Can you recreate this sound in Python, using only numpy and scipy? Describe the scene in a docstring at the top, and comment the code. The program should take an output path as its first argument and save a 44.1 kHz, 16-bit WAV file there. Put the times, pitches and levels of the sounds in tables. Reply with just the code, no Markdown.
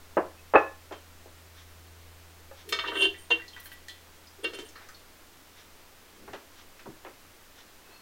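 """Two heavy knocks land out of view in a small room, over a low hum, hiss and a faint tick each second.
Nearer the microphone, a hand hooks the pierced ceramic insert out of a stoneware fountain's lid with a
metal pin: it clinks on the lid, grinds and squeaks as it sticks and slips in its seat, and is lifted away.
Sleeves rustle and a few soft bumps follow from further off."""
import sys
import numpy as np
from scipy import signal
from scipy.fft import rfft, irfft, next_fast_len
from scipy.io import wavfile
from scipy.ndimage import uniform_filter1d, minimum_filter1d

SR = 44100
rng = np.random.default_rng(int(sys.argv[2]) if len(sys.argv) > 2 else 0)


def master_out(mix):
    """Clip the mix to full scale and print it as 16-bit PCM to the path in sys.argv[1]."""
    frames = np.transpose(np.atleast_2d(mix))
    ceiling = np.clip(frames, -1, 1)
    pcm = np.round(ceiling * 32767).astype(np.int16)
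    wavfile.write(sys.argv[1], SR, pcm)


N = 353241
TIME = np.arange(N) / SR
EVENT_SIZE = SR // 2
EVENT_TIME = TIME[:EVENT_SIZE]

# spectrum of a dull blow (frequency [Hz], level [dB])
THUD_SPECTRUM = [(40, -16), (100, -11), (170, -8), (270, -5.5), (340, 2.5), (550, 1), (1000, -2.5),
                 (1400, -6.5), (1900, -7.5), (2300, -11), (2700, -7.5), (3100, -14), (6000, -23),
                 (14000, -41)]
# modes of the insert while it bears on its seat (frequency [Hz], level [dB], t60 [s])
INSERT_MODES = [(311.6, -7.5, 0.21), (334, -8.5, 0.23), (364, -4.5, 0.15), (398, -7.5, 0.17),
                (469, -5, 0.079), (950.5, -9, 0.17), (1256, -15.5, 0.053), (1557, -10, 0.13),
                (1805, -8.5, 0.056), (2170, -22, 0.17), (2740, -2.5, 0.16), (2920, -3, 0.048),
                (3110, 2, 0.095), (3500, -1.5, 0.068), (3546, -15.5, 0.19), (3680, -12.5, 0.078),
                (4350, -9.5, 0.037), (5540, -36, 0.18), (6300, -23, 0.08), (7060, -23, 0.086),
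                (8750, -50, 0.077), (8870, -17.5, 0.025), (9100, -38, 0.12)]
# pushes that slide the insert in its seat
# (time of full force [s], build-up [s], release [s], grinding [dB], squeal [dB], thin squeak [dB])
PUSHES = [(2.882, 0.053, 0.013, -34, -52, -75), (3.031, .11, 0.059, -25, -24.5, -41.5),
          (3.189, .015, 0.12, -80, -74, -56), (3.308, .007, 0.02, -28.5, -19.5, -64),
          (4.444, 0.015, 0.012, -33.5, -30, -49.5), (4.55, 0.012, .02, -49, -49, -55),
          (4.603, 0.024, .012, -51, -67, -70), (4.66, .018, 0.036, -54.5, -66, -57.5)]


def amp(db):
    """Decibels to gain."""
    return 10 ** (np.asarray(db) / 20)


def unit(x):
    """Scale to an rms of one."""
    return x / np.sqrt(np.mean(x ** 2))


def burst(x):
    """Scale so that the loudest 25 ms have an rms of one."""
    return x / np.sqrt(uniform_filter1d(x ** 2, SR // 40, mode="constant").max())


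def add(out, s, x):
    """Mix x into out from time s."""
    i = int(s * SR)
    out[i:i + len(x)] += x[:len(out) - i]


def swell(out, s, half_width, sound):
    """Mix in a sound that rises and falls in a bell curve around time s."""
    middle = EVENT_TIME[EVENT_SIZE // 2]
    add(out, s - middle, sound * np.exp(-.5 * ((EVENT_TIME - middle) / half_width) ** 2))


def noise(spectrum, size=EVENT_SIZE):
    """Noise coloured by points of (frequency [Hz], level [dB])."""
    hz, db = np.transpose(spectrum)
    bin_hz = np.maximum(np.fft.rfftfreq(size, 1 / SR), 1)
    gain = amp(np.interp(np.log(bin_hz), np.log(hz), db))
    return unit(irfft(rfft(rng.standard_normal(size)) * gain, size))


def around(hz, centre_hz, octaves):
    """Bell-shaped weight on a log-frequency axis."""
    return np.exp(-.5 * (np.log2(hz / centre_hz) / octaves) ** 2)


def band(centre_hz, octaves):
    """Half a second of noise around one frequency."""
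    bin_hz = np.maximum(np.fft.rfftfreq(EVENT_SIZE, 1 / SR), 1)
    white = rfft(rng.standard_normal(EVENT_SIZE))
    return unit(irfft(white * around(bin_hz, centre_hz, octaves), EVENT_SIZE))


def fade(t60):
    """Exponential decay, 60 dB down after t60 seconds."""
    return np.exp(-np.log(1000) * EVENT_TIME / t60)


def ring(modes, scatter_db):
    """Damped modes of alternating polarity; each point of contact weights them a little differently."""
    offset_db = scatter_db * rng.standard_normal(len(modes))
    return sum((-1) ** k * amp(db + offset_db[k]) * fade(t60) * np.sin(2 * np.pi * hz * EVENT_TIME)
               for k, (hz, db, t60) in enumerate(modes))


def contact(x, low_hz, top_hz):
    """A soft contact loses the treble, a light one the bass."""
    high_cut = signal.butter(4, min(top_hz, SR / 2 - 1000), fs=SR, output="sos")
    low_cut = signal.butter(3, low_hz, "high", fs=SR, output="sos")
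    return signal.sosfilt(high_cut, signal.sosfilt(low_cut, x))


def force(build, release):
    """The push on the insert rises evenly, then lets go."""
    return np.interp(EVENT_TIME, [0, build, build + release], [0, 1, 0])


def room(x, wet_db, t60=0.29, onset_s=0.075):
    """A small furnished room: reflections reach the microphone within milliseconds and die quickly."""
    reflections = contact(rng.standard_normal(EVENT_SIZE), low_hz=140, top_hz=7000)
    tail = reflections * fade(t60) * (1 - fade(onset_s))
    return x + amp(wet_db) * signal.fftconvolve(x, tail / np.sqrt(np.sum(tail ** 2)))[:N]


def room_tone(hum_hz=83.2, octave_db=-18, air_db=-53.5):
    """A low hum swells and recedes over steady room air and hiss."""
    # course of the hum (time [s], level [dB])
    hum_levels = [(0, -58), (1.2, -57), (2, -53), (2.5, -57.5), (4.3, -62.5), (5.6, -67.5), (8, -72.5)]
    # spectrum of the air and hiss (frequency [Hz], level [dB])
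    air_spectrum = [(20, 10.5), (35, -46), (50, -6), (70, -3.5), (120, -10), (170, -9), (300, -5),
                    (700, -8.5), (1500, -9.5), (5700, -16), (10000, -20), (15800, -19)]
    phase = 2 * np.pi * hum_hz * TIME
    hum = unit(np.sin(phase) + amp(octave_db) * np.sin(2 * phase))
    hum_gain = amp(np.interp(TIME, *np.transpose(hum_levels)))
    return hum_gain * hum + amp(air_db) * noise(air_spectrum, next_fast_len(N))[:N]


def clock(first_s=.596, period_s=1, half_width_s=0.027, db=-55):
    """Even, faint ticks, as of a clock across the room, blurred by distance."""
    # spectrum of one tick (frequency [Hz], level [dB])
    tick_spectrum = [(300, -20), (1000, -2), (1700, 2), (2600, -3), (3600, 4), (4700, -7), (5800, -1),
                     (8000, -25), (15000, -27)]
    out = np.zeros(N)
    for s in np.arange(first_s, N / SR, period_s):
        swell(out, s, half_width_s, amp(db) * noise(tick_spectrum))
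    return out


def shuffles():
    """Dull shuffles come through the floor."""
    # low swells (time [s], half-width [s], level [dB], centre [Hz])
    scuffs = [(6.27, 0.087, -54.5, 290), (6.31, 0.027, -55.5, 70), (6.89, .02, -66, 150),
              (7.28, 0.022, -58.5, 65)]
    out = np.zeros(N)
    for s, half_width, db, hz in scuffs:
        swell(out, s, half_width, amp(db) * band(hz, octaves=0.58))
    return out


def singing():
    """Something out of view is brushed and sings faintly."""
    # brief tones (time [s], half-width [s], level [dB], pitch [Hz])
    tones = [(.39, .015, -62, 2580), (7.867, .007, -59, 2620), (7.941, 0.019, -55, 2620),
             (7.98, 0.046, -62.5, 4320)]
    out = np.zeros(N)
    for s, half_width, db, hz in tones:
        swell(out, s, half_width, amp(db) * band(hz, octaves=0.017))
    return out


def bumps(tilt_db_per_octave=0.24):
    """Things handled out of view touch softly: a thud with no ring."""
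    # soft contacts (time [s], level [dB], low cut [Hz], high cut [Hz])
    touches = [(.91, -41, 213, 1790), (.922, -42.5, 250, 7900), (1.258, -52.5, 219, 900),
               (6.279, -45.5, 120, 2360), (6.332, -39.5, 300, 6960), (6.793, -53.5, 1520, 7000),
               (6.857, -44.5, 130, 1300), (6.875, -43.5, 140, 292), (7.049, -45, 250, 3700),
               (7.064, -45.5, 202, 2360)]
    spectrum = [(hz, db + tilt_db_per_octave * np.log2(hz)) for hz, db in THUD_SPECTRUM]
    out = np.zeros(N)
    for s, db, low_hz, top_hz in touches:
        thud = noise(spectrum) * fade(t60=0.17)
        add(out, s, amp(db) * burst(contact(thud, low_hz, top_hz)))
    return out


def knocks_and_tap(thump_hz=76.5, thump_db=-32):
    """Each contact is a crack of many short modes, a few ringing ones and the furniture's thump."""
    # modes that ring after a contact (frequency [Hz], level [dB], t60 [s])
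    ring_modes = [(450, -17, 0.25), (544.6, 7, 0.15), (700, -8, 0.066), (822, 1.5, 0.15), (875, 1, 0.13),
                  (923.4, 0.5, 0.058), (1065, -13.5, 0.38), (1214, -2, 0.18), (1345, -13.5, 0.165),
                  (1485, -1.5, 0.054), (1640, -15.5, 0.088), (1720, -6, 0.29), (2530, -7.5, 0.063),
                  (2598, -11, 0.12)]
    # two heavy knocks out of view, of several contacts each, then one light tap of the pin on the lid
    # (time [s], level [dB], low cut [Hz], high cut [Hz], ring over crack [dB])
    contacts = [(.169, -20.5, 220, 1320, -17), (.1737, -27.5, 197, 1930, -7.5),
                (.537, -20, 290.4, 1710, -9), (.549, -17, 342, 1640, -9.5), (.5535, -13.5, 310, 1910, 2),
                (.556, -21.5, 2450, 3030, 24), (2.512, -47.5, 326, 1980, 12)]
    out = np.zeros(N)
    for s, db, low_hz, top_hz, ring_db in contacts:
        crack = burst(noise(THUD_SPECTRUM) * fade(t60=0.13))
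        ringing = amp(ring_db) * burst(ring(ring_modes, scatter_db=-2.0))
        thump = amp(thump_db) * burst(band(thump_hz, octaves=1) * fade(t60=.15))
        add(out, s, amp(db) * (burst(contact(crack + ringing, low_hz, top_hz)) + thump))
    return out


def sleeves():
    """Sleeve and fingers rub in short swells of friction."""
    # rubs (time [s], half-width [s], level [dB], centre [Hz])
    rubs = [(4.83, 0.038, -54.5, 1340), (7.934, .04, -59, 690)]
    out = np.zeros(N)
    for s, half_width, db, hz in rubs:
        swell(out, s, half_width, amp(db) * band(hz, octaves=1))
    return out


def rocking():
    """The insert rocks and the hollow under the lid rumbles."""
    # rumbles (time [s], half-width [s], level [dB])
    rumbles = [(2.724, 0.042, -46.5), (4.399, 0.0068, -46), (4.462, 0.021, -39), (4.609, 0.036, -48)]
    out = np.zeros(N)
    for s, half_width, db in rumbles:
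        swell(out, s, half_width, amp(db) * band(centre_hz=390, octaves=0.2))
    return out


def pin_scratches():
    """The pin's point scratches over the glaze."""
    # strokes (time [s], half-width [s], level [dB])
    strokes = [(3.605, .005, -48), (3.659, 0.02, -49), (3.73, .011, -52), (3.902, .016, -67)]
    out = np.zeros(N)
    for s, half_width, db in strokes:
        swell(out, s, half_width, amp(db) * band(centre_hz=13000, octaves=.5))
    return out


def pin_ticks(crack_extra_octaves=.2, crack_db=-4):
    """Light touches: the point of contact decides which of the pin's modes speak."""
    # modes of the metal pin (frequency [Hz], level [dB], t60 [s])
    pin_modes = [(1584, 7.5, 0.057), (1800, 4.5, 0.07), (1951, 0, 0.23), (3140, 2, 0.23), (3428, -8, 0.29),
                 (4120, -2, 0.15), (4320, 3, 0.12), (4670, -15, 0.13), (4930, -8, 0.15), (5400, -6, 0.16),
                 (6100, -9, 0.092), (6760, -7, 0.073), (7600, -10, .12)]
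    # touches of pin and fingertips (time [s], level [dB], favoured frequency [Hz], spread [octaves])
    touches = [(.923, -54, 3150, .09), (3.143, -49.5, 2020, 0.12), (3.398, -50.5, 1510, 0.54),
               (3.42, -49.5, 1960, 0.049), (3.48, -49.5, 4560, 0.3), (3.533, -51, 3170, 0.044),
               (3.564, -46, 1580, 0.5), (3.657, -49.5, 1970, 1.1), (3.717, -48, 2080, 0.65),
               (3.883, -44.5, 3670, 0.97), (3.894, -45, 3720, 0.15), (4.271, -57, 4900, .09),
               (4.688, -56, 6630, 0.31), (4.757, -57, 4560, 0.1), (4.887, -55.5, 10000, 0.58),
               (4.946, -54.5, 4260, .07)]
    out = np.zeros(N)
    for s, db, centre_hz, octaves in touches:
        modes = [(hz, mode_db + 20 * np.log10(around(hz, centre_hz, octaves) + 1e-9), t60)
                 for hz, mode_db, t60 in pin_modes]
        crack = burst(band(centre_hz, octaves + crack_extra_octaves) * fade(t60=.17))
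        ringing = burst(ring(modes, scatter_db=-3.5))
        add(out, s, amp(db) * burst(ringing + amp(crack_db) * crack))
    return out


def squeaks(hz=8885, hiss_db=-7.5, force_power=1.24):
    """A thin, high squeak with a little hiss rises and falls with each push."""
    out = np.zeros(N)
    for s, build, release, _, _, db in PUSHES:
        squeak = band(hz, octaves=.018) + amp(hiss_db) * band(hz, octaves=0.54)
        add(out, s - build, amp(db) * burst(squeak * force(build, release) ** force_power))
    return out


def grinding(slips_per_s=650, slip_scatter_db=5, grit_db=-7):
    """Unglazed clay sticks and slips; every slip crackles and rings the insert."""
    grit_spectrum = [(150, -5), (420, 9.5), (780, -5), (1300, -14), (2400, -18), (3100, 7.5),
                     (4300, -10.5), (5200, -25), (14000, -32)]
    out = np.zeros(N)
    for s, build, release, db, _, _ in PUSHES:
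        slipping = rng.random(EVENT_SIZE) < slips_per_s / SR
        slipping[int(build * SR / 2)] = True  # every push slips at least once
        slips = force(build, release) * slipping * amp(slip_scatter_db * rng.standard_normal(EVENT_SIZE))
        grit = burst(noise(grit_spectrum) * fade(t60=0.074))
        one_slip = burst(ring(INSERT_MODES, scatter_db=3)) + amp(grit_db) * grit
        grind = contact(signal.fftconvolve(slips, one_slip), low_hz=315, top_hz=12000)
        add(out, s - build, amp(db) * burst(grind))
    return out


def squeal(hz=2762, second_hz=3113, second_db=-10, waver_hz=9, force_power=1.37, lag_s=0.0029):
    """The slips lock to the insert's strongest modes, which grow while it is pushed and then ring out."""
    level = np.zeros(N)
    for s, build, release, _, db, _ in PUSHES:
        envelope = signal.fftconvolve(force(build, release) ** force_power, fade(t60=.115))
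        add(level, s - build + lag_s, amp(db) * burst(envelope))
    waver = noise([(1, -0.5), (40, -1.5), (400, -50), (4000, -89)], next_fast_len(N))[:N]
    drift_cycles = waver_hz * np.cumsum(waver) / SR
    first = np.sin(2 * np.pi * (hz * TIME + drift_cycles))
    second = np.sin(2 * np.pi * (second_hz * TIME + 2 * drift_cycles))
    return level * unit(first + amp(second_db) * second)


def clinks(crack_even_db=-29, crack_slope=0.53, spread_s=.02):
    """The insert strikes the lid: a bright crack, and a ring that takes a moment to spread through both."""
    # modes of the stoneware lid (frequency [Hz], level [dB], t60 [s])
    lid_modes = [(376, -10, 0.27), (465, -9, 0.21), (655, -11, 0.75), (994, -28, 0.84), (1188, 9, 0.047),
                 (1278, 0.5, 0.19), (1540, 5, 0.078), (1825, 3.5, 0.25), (1887, 5.5, 0.077),
                 (2245, 3.5, 0.2), (2720, 0, 0.16), (2680, -10, 0.27), (3144, 2.5, 0.11), (3315, -3, 0.13),
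                 (3480, 6.5, 0.096), (3630, 9, 0.1), (4095, 0.5, 0.22), (4300, 8, 0.11), (4950, 1, 0.083),
                 (5155, -0.5, 0.14), (5330, -1, 0.11), (6480, -13, 0.34), (6600, -24, 0.2),
                 (7400, -24, 0.052), (8140, -24, 0.12)]
    # hard contacts (time [s], level [dB], low cut [Hz], high cut [Hz], insert's ring over the lid's [dB])
    strikes = [(2.6897, -43, 2100, 14700, -4), (2.7234, -26.5, 500, 7000, -5),
               (2.7877, -30, 850, 4370, -0.5), (2.839, -35, 980, 1530, -8), (2.875, -37, 1500, 4230, 3),
               (2.916, -37.5, 587, 1700, 0), (2.953, -35, 402, 3000, -3), (3.022, -27.5, 2750, 4230, 12),
               (3.305, -30, 1180, 3940, 11), (4.443, -36, 447, 4800, -12), (4.534, -42.5, 353, 7000, 0),
               (4.588, -41, 300, 8050, 17), (4.756, -48.5, 1000, 1860, -2), (4.887, -51, 1110, 1860, -6)]
    crack_spectrum = [(150, 10), (400, 17), (800, -13), (1400, 2), (3500, -7), (7000, -6.5), (15000, -2.5)]
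    out = np.zeros(N)
    for s, db, low_hz, top_hz, insert_db in strikes:
        crack = burst(noise(crack_spectrum) * fade(t60=0.18))
        crack_db = crack_slope * (crack_even_db - db)  # light clinks are mostly crack
        lid = burst(ring(lid_modes, scatter_db=1.5))
        insert = amp(insert_db) * burst(ring(INSERT_MODES, scatter_db=1.0))
        ringing = burst((lid + insert) * (1 - fade(spread_s)))
        add(out, s, amp(db) * burst(contact(ringing + amp(crack_db) * crack, low_hz, top_hz)))
    return out


def scene():
    """One microphone by the fountain hears it all; the squeal carries only a trace of the room."""
    handling = clinks() + pin_ticks() + grinding() + squeaks() + rocking() + pin_scratches()
    rustles = sleeves() + shuffles() + singing()
    foreground = room(handling + rustles, wet_db=-14.5) + room(squeal(), wet_db=-26.5)
    thuds = room(knocks_and_tap() + bumps(), wet_db=-16.0)
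    return (foreground + thuds + clock() + room_tone())[None]


def record(dry, ceiling=.92, limiter_s=.004, top_hz=15900):
    """The recorder eases any peak under its ceiling and cuts the top."""
    size = int(limiter_s * SR)
    needed_gain = ceiling / np.maximum(np.abs(dry), ceiling)
    gain = uniform_filter1d(minimum_filter1d(needed_gain, 2 * size), size)
    high_cut = signal.ellip(10, .2, 80, top_hz, fs=SR, output="sos")
    return signal.sosfilt(high_cut, dry * gain)


dry = scene()
out = record(dry)
master_out(out)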